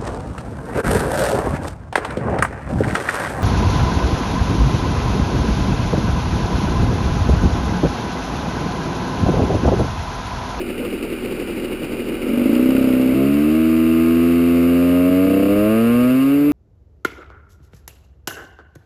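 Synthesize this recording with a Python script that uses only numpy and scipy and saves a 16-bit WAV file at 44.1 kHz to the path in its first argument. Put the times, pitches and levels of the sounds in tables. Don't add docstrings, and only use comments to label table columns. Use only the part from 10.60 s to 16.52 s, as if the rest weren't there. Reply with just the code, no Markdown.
import sys
import numpy as np
from scipy import signal
from scipy.fft import rfft, irfft, next_fast_len
from scipy.io import wavfile
from scipy.ndimage import map_coordinates

SR = 44100
rng = np.random.default_rng(int(sys.argv[2]) if len(sys.argv) > 2 else 0)


def log_audio(samples):
    frames = np.atleast_2d(samples).T
    limited = np.clip(frames, -1, 1)
    pcm = np.round(limited * 32767).astype(np.int16)
    wavfile.write(sys.argv[1], SR, pcm)


N = 261072
TIME = np.arange(N) / SR


def amp(db):
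    return 10 ** (np.asarray(db) / 20)


def unit(x):
    return x / np.sqrt(np.mean(x ** 2) + 1e-20)


def even(x, size=4001):
    window = np.hanning(2 * size)
    energy = signal.fftconvolve(x ** 2, window, "same")
    weight = signal.fftconvolve(np.ones(N), window, "same")
    return x / np.sqrt(np.abs(energy / weight) + 1e-14)


def curve(rows):
    return np.interp(TIME, *np.transpose(rows))


def wobble(rate):
    knots = rng.standard_normal(int(N * rate / SR) + 4)
    return map_coordinates(knots, [TIME * rate / SR])


def hump(x, centre, width):
    return np.exp(-.5 * ((x - centre) / width) ** 2)


def opened(start_s, end_s):
    return np.clip((TIME - start_s) / (end_s - start_s), 0, 1)


def settling(start_s, time_s):
    return np.exp(-np.maximum(TIME - start_s, 0) / time_s)


def noise():
    return rng.standard_normal(N)


def pulses(times, sizes, order=8):
    at = np.floor(times * SR).astype(int)[:, None] + np.arange(1 - order, order + 1)
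    offset = at - times[:, None] * SR
    inside = (at >= 0) * (at < N)
    shape = sizes[:, None] * np.sinc(offset) * np.sinc(offset / order) * inside
    return np.bincount(np.clip(at, 0, N - 1).ravel(), shape.ravel(), N)


def puffs(times, sizes, decay_s):
    kicks = np.bincount(np.clip(times * SR, 0, N - 1).astype(int), sizes, N)
    flare = signal.lfilter([1], [1, -np.exp(-1 / (SR * decay_s))], kicks)
    return flare * noise()


def ring(x, points):
    m = 2 * next_fast_len(N)
    hz, db = np.transpose(points)
    log_hz = np.log(np.fft.rfftfreq(m, 1 / SR) + 1)
    cepstrum = irfft(np.log(amp(np.interp(log_hz, np.log(hz), db))))
    cepstrum[1:m // 2] *= 2
    cepstrum[m // 2 + 1:] = 0
    return irfft(rfft(x, m) * np.exp(rfft(cepstrum)))[:N]


def resonance(x, hz, q):
    return signal.lfilter(*signal.iirpeak(hz, q, SR), x)


def linger(x, hz, width_hz):
    radius = np.exp(-np.pi * width_hz / SR)
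    poles = np.array([1, -2 * radius * np.cos(2 * np.pi * hz / SR), radius ** 2])
    return signal.lfilter(poles[::-1], poles, x)


def diffuse(x, t60):
    t = np.arange(SR // 8) / SR
    tail = rng.standard_normal(len(t)) * amp(-60 * t / t60)
    return signal.fftconvolve(x, tail / np.linalg.norm(tail))[:N]


# time in seconds, level in dB.
WIND_LEVEL = [(1.6, -42), (3, -52), (4, -47), (5.9, -43)]
# centre in seconds, added level in dB.
WIND_GUSTS = [(4.99, -35.5), (5.38, -42)]
# frequency in Hz, gain in dB.
WIND_TONE = [(12, -27), (25, -15), (50, -5), (100, -6.5), (200, -23), (600, -52), (3000, -95)]
GUST_WIDTH_S = 0.081


def wind():
    gusts = sum(amp(db) * hump(TIME, s, GUST_WIDTH_S) for s, db in WIND_GUSTS)
    lumps = amp(2 * wobble(8.9))
    return (amp(curve(WIND_LEVEL)) + gusts) * unit(lumps * ring(noise(), WIND_TONE))


CAR_DB, CAR_LEFT_S, CAR_FADE_DB_PER_S = -41, 2.15, 20


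def car():
    phase = 2 * np.pi * np.cumsum(27.5 + .2 * wobble(3)) / SR
    level_db = CAR_DB - CAR_FADE_DB_PER_S * np.maximum(TIME - CAR_LEFT_S, 0)
    return amp(level_db) * unit(np.sin(phase) + amp(-12.5) * np.sin(2 * phase))


CRACK_S, OPEN_S = 1.582, 2.535
SKIP_SHARE, SKIP_EASING = 0.51, .5


def four_stroking(times):
    easing = 1 - SKIP_EASING * opened(2.3, 2.31)
    share = SKIP_SHARE * opened(1.6, 1.88) * easing * (TIME < OPEN_S)
    return np.interp(times, TIME, share)


# time in seconds, speed in turns a second.
CRANK_SPEED = [(1.644, 40.3), (1.762, 49.3), (1.827, 48.1), (1.945, 60.7), (2.119, 66.0), (2.304, 64.0),
               (2.528, 64.7), (2.967, 79.7), (3.393, 81.9), (3.689, 84.7), (4.042, 85.5), (4.441, 89.5),
               (4.867, 99.2), (5.011, 104.1), (5.155, 111.8), (5.468, 125.7), (5.738, 141.9), (5.87, 146.4)]
# first turn in seconds, last turn in seconds, mean share of charge lost (0 to 1).
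MISFIRE_SPELLS = [(4.5, 4.5, .7), (4.662, 4.88, .78), (4.94, 4.94, .75), (5.905, 5.905, .58)]
MISFIRE_SCATTER = .12


def crank():
    angle = np.cumsum(curve(CRANK_SPEED)) / SR
    angle -= np.interp(1.816, TIME, angle)
    turn = np.arange(np.ceil(angle[0]), angle[-1])
    times = np.interp(turn, angle, TIME)
    lost = (turn % 2) * four_stroking(times)
    for first_s, last_s, share in MISFIRE_SPELLS:
        first = np.argmin(np.abs(times - first_s))
        last = np.argmin(np.abs(times - last_s))
        failed = np.arange(first, last + 1, 3)
        lost[failed] = np.clip(share + MISFIRE_SCATTER * rng.standard_normal(len(failed)), 0, 1)
    return times, 1 - lost + 0.085 * np.roll(lost, 1)


# frequency in Hz, gain in dB.
CASE_RING = [(400, -22.5), (750, -1.5), (1000, -9.5), (1300, -1), (1550, -2.5), (1850, -18), (2600, -21),
             (6000, -54)]


def gears():
    level_db = -42.0 - 4.5 * opened(2.6, 3.4) + 0.68 * wobble(12)
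    return amp(level_db) * unit(ring(noise(), CASE_RING))


RATTLE_S, RATTLE_DB, RATTLE_FADE_DB = 2.1047, -17, 1.5


def rattle(times, count=7):
    turns = times[np.argmin(np.abs(times - RATTLE_S))::4][:count]
    strength_db = RATTLE_DB - RATTLE_FADE_DB * np.arange(count)
    return np.column_stack([RATTLE_S + turns - turns[0], strength_db])


# time in seconds, strength in dB.
HARD_SLAPS = [(0.2493, -22), (0.7206, -27), (1.9524, -18), (4.5925, -30.5), (4.6982, -29), (4.7416, -24)]
# frequency in Hz, gain in dB.
FIN_RING = [(1000, -35.5), (1700, -8.5), (1980, -4.5), (2180, -0.5), (2820, 0.5), (3090, -8), (3520, -15),
            (3870, -12), (4100, -16), (4770, -12), (5900, -25.5), (7670, -57), (13000, -120)]


def knocks(times):
    s, db = np.vstack([HARD_SLAPS, rattle(times)]).T
    slaps = puffs(s, amp(db), decay_s=0.0058)
    ticks = ring(slaps, FIN_RING) + 1.3 * ring(slaps, CASE_RING)
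    return amp(np.max(db)) * ticks / np.max(np.abs(ticks))


IDLE_FIRINGS = [.014, .1, .203, .26, .341, .441, 0.528, .652, .722, .805, .901, .978, 1.045, 1.126, 1.234,
                1.332, 1.403, 1.491, 1.541, 1.628, 1.687]


def chugging(width_s):
    return sum(hump(TIME, s, width_s) for s in IDLE_FIRINGS)


CLATTER_DB, CLATTER_THROTTLE_DB = -37, 1.5
SMOOTH_TURNS, SMOOTH_DB_PER_TURN = 135, 0.22
BUZZ_TURNS, BUZZ_GROWTH = 59.5, 1.22


def clatter(times, charge):
    speed = curve(CRANK_SPEED)
    strokes = np.concatenate([times[:-1], times[:-1] + 0.38 * np.diff(times)])
    force = np.concatenate([.5 + .5 * charge[:-1], np.full(len(times) - 1, .6)])
    force = force * amp(6.0 * rng.standard_normal(len(strokes)))
    slaps = even(puffs(strokes, force, decay_s=0.0094)) + 1.52 * noise()
    beats = pulses(times, charge)
    buzz = (speed / BUZZ_TURNS) ** BUZZ_GROWTH * even(beats + 5.6 * diffuse(beats, t60=0.14))
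    metal = ring((slaps + buzz) * (1 + 0.59 * chugging(width_s=0.0092)), FIN_RING)
    singing = sum(resonance(metal, hz, q=46) for hz in (2430, 2890))
    level_db = CLATTER_DB + CLATTER_THROTTLE_DB * opened(CRACK_S, 1.8)
    level_db = level_db - SMOOTH_DB_PER_TURN * np.maximum(speed - SMOOTH_TURNS, 0)
    return amp(level_db) * even(metal + 0.8 * (1 - opened(1.8, 1.81)) * singing)


# frequency in Hz, gain in dB.
MUFFLED_PIPE = [(30, -41), (62, -21), (130, -17.5), (192, -16), (224, 0.5), (256, 2.5), (290, -4),
                (330, -8.5), (384, -16.5), (440, -10.5), (495, -23), (548, -10), (610, -19), (740, -37),
                (1550, -42.5), (3000, -90)]
# frequency in Hz, gain in dB.
SHAKEN_PIPE = [(60, -42), (120, -20), (175, -13), (205, -7.5), (240, -7), (270, -7.5), (320, -1),
               (395, -2.5), (440, -7), (490, -7.5), (600, -21), (800, -30), (1320, -34), (3000, -67)]


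def idle(times):
    swell = chugging(width_s=0.017)
    scatter = rng.standard_normal((len(times), 2))
    strokes = pulses(times + 0.00011 * scatter[:, 0], amp(scatter[:, 1]))
    pumping = even(linger(ring(strokes, MUFFLED_PIPE), hz=239, width_hz=130))
    rough = noise() + 1.05 * unit(diffuse(strokes, t60=0.063))
    shake = even(ring(rough, SHAKEN_PIPE), size=500)
    chug = amp(-26.5) * shake * (.5 + swell)
    return (1 - opened(2.11, 2.12)) * (amp(-32) * pumping * (1 + 0.19 * swell) + chug)


PICKUP_DB, PICKUP_RISE_DB, PICKUP_RISE_S = -14, 20, 0.1


def pickup(times, charge):
    scatter = rng.standard_normal((len(times), 2))
    ragged = np.interp(times, [1.75, 2.2], [3, 1])
    sizes = charge * amp(0.48 * ragged * scatter[:, 1])
    bangs = pulses(times + .00005 * ragged * scatter[:, 0], sizes)
    pipe = linger(ring(bangs, MUFFLED_PIPE), hz=568, width_hz=52)
    blip = np.interp(TIME, [1.8, 1.95, 2.15], [0, 1.8, 0])
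    honk = resonance(pipe, hz=325, q=5.2)
    level_db = PICKUP_DB - PICKUP_RISE_DB * settling(CRACK_S, PICKUP_RISE_S)
    return -amp(level_db) * even(pipe + blip * honk, size=2500)


# frequency in Hz, gain in dB.
MOUTH_RING = [(600, -45), (760, -17), (870, -14), (970, -22), (1080, -1), (1150, -7), (1235, 2),
              (1320, -10), (1410, -4), (1480, -14), (1560, -8), (1900, -19), (2750, -11), (3300, -28),
              (6000, -48)]
RASP_DB, RASP_FLUTTER_DB = -36, 1.5
RASP_FADE_DB_PER_TURN = 0.5
POWER_TURNS, POWER_WIDTH, POWER_DB = 114.5, 9.5, 4
FILL_S, RASP_FILL_DB = 0.52, 3


def rasp(fired, sizes):
    speed = curve(CRANK_SPEED)
    level_db = RASP_DB + POWER_DB * hump(speed, POWER_TURNS, POWER_WIDTH)
    level_db = level_db - RASP_FADE_DB_PER_TURN * np.maximum(speed - SMOOTH_TURNS, 0)
    level_db = level_db - RASP_FILL_DB * settling(OPEN_S, FILL_S)
    mouth = linger(ring(pulses(fired, sizes), MOUTH_RING), hz=1228, width_hz=230)
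    return amp(level_db + RASP_FLUTTER_DB * wobble(11)) * unit(mouth)


WARM_START_S, WARM_END_S = 3.68, 4.5
# frequency in Hz, gain in dB.
SILENCER_RING = [(200, -56), (350, -36), (405, -2), (460, -0.5), (520, 0), (560, -4), (585, -11.5),
                 (630, 1.5), (670, -7.5), (720, -19), (760, -31.5), (900, -31.5), (1500, -67)]
# frequency in Hz, gain in dB.
COOL_RING = [(408, 6.5), (660, 2)]
# time in seconds, level in dB.
BARK_COURSE = [(2.55, -30.5), (2.62, -22), (2.72, -31), (3.24, -32), (5.02, -19.5), (5.48, -25.5),
               (5.63, -35), (5.72, -27), (5.87, -26), (5.92, -31)]
BARK_GAIN_DB = 0.5


def bark(fired, sizes):
    silencer = linger(ring(pulses(fired, sizes), SILENCER_RING), hz=598, width_hz=102)
    notes = sum(amp(db) * resonance(silencer, hz, q=11) for hz, db in COOL_RING)
    cool = 1 - opened(WARM_START_S, WARM_END_S)
    return amp(curve(BARK_COURSE) + BARK_GAIN_DB) * even(silencer + cool * notes)


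# frequency in Hz, gain in dB.
PIPE_RING = [(30, -20), (68, -17.5), (90, -17), (115, -15.5), (160, -18), (190, -8.5), (215, -2),
             (255, 0.5), (295, 3), (328, -0.5), (355, -10.5), (385, -10.5), (440, -65.5), (700, -70)]
BOOM_DB, FILL_DB = -13, 2
HANDOVER_TURNS, HANDOVER_WIDTH, HANDOVER_DB = 104.3, 7.3, 2.5
GULP_HZ, GULP_DB, GULP_DELAY_S, GULP_WIDTH_S = 135, 4.5, 0.11, .13


def boom(fired, sizes):
    pipe = linger(ring(pulses(fired, 0.052 + sizes), PIPE_RING), hz=272.4, width_hz=60.5)
    warmth = opened(WARM_START_S, WARM_END_S)
    honk_lost = 0.61 * warmth * resonance(pipe, hz=360, q=2.8)
    gulp_swell = amp(GULP_DB) * hump(TIME, OPEN_S + GULP_DELAY_S, GULP_WIDTH_S)
    gulp = gulp_swell * resonance(pipe, hz=GULP_HZ, q=4)
    handover_db = HANDOVER_DB * hump(curve(CRANK_SPEED), HANDOVER_TURNS, HANDOVER_WIDTH)
    level_db = BOOM_DB - FILL_DB * settling(OPEN_S, FILL_S) - handover_db
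    return amp(level_db) * even(pipe - honk_lost + gulp)


def pull(times, charge):
    scatter = rng.standard_normal((len(times), 4))
    fired = times + .000015 * scatter[:, 0]
    sizes = charge * amp(0.067 * scatter[:, 1])
    flow = .25 + .75 * sizes
    barks = flow * amp(0.72 * scatter[:, 2])
    jets = flow * amp(.4 * scatter[:, 2])
    return -(boom(fired, sizes) + bark(fired, barks) + rasp(fired + .00001 * scatter[:, 3], jets))


# frequency in Hz, gain in dB.
GAS_TONE = [(60, -16.5), (200, -9), (300, -1.5), (550, -6.5), (750, -18), (950, -20.5), (1300, -12.5),
            (1800, -29), (2500, -25.5), (6000, -50.5)]


def exhaust(times, charge):
    load = opened(OPEN_S, OPEN_S + 0.017)
    gas = amp(-31.0 - 2.7 * load) * even(ring(puffs(times, charge, decay_s=0.067), GAS_TONE))
    light = np.sqrt(1 - load) * pickup(times, charge)
    heavy = np.sqrt(load) * pull(times, charge)
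    return opened(1.47, 1.754) * (gas + light + heavy)


def scene():
    times, charge = crank()
    engine = gears() + knocks(times) + clatter(times, charge) + idle(times) + exhaust(times, charge)
    return (wind() + car() + engine)[None]


TOP_HZ = 15400


def record(dry):
    coarse = signal.resample_poly(dry, 40, 147, axis=1)
    held = np.repeat(coarse, 8, axis=1)
    held = signal.resample_poly(held, 147, 320, axis=1)[:, :N]
    hz = np.fft.rfftfreq(N, 1 / SR)
    return irfft(rfft(held) * (hz > 10) * (hz < TOP_HZ), N)


dry = scene()
out = record(dry)
log_audio(out)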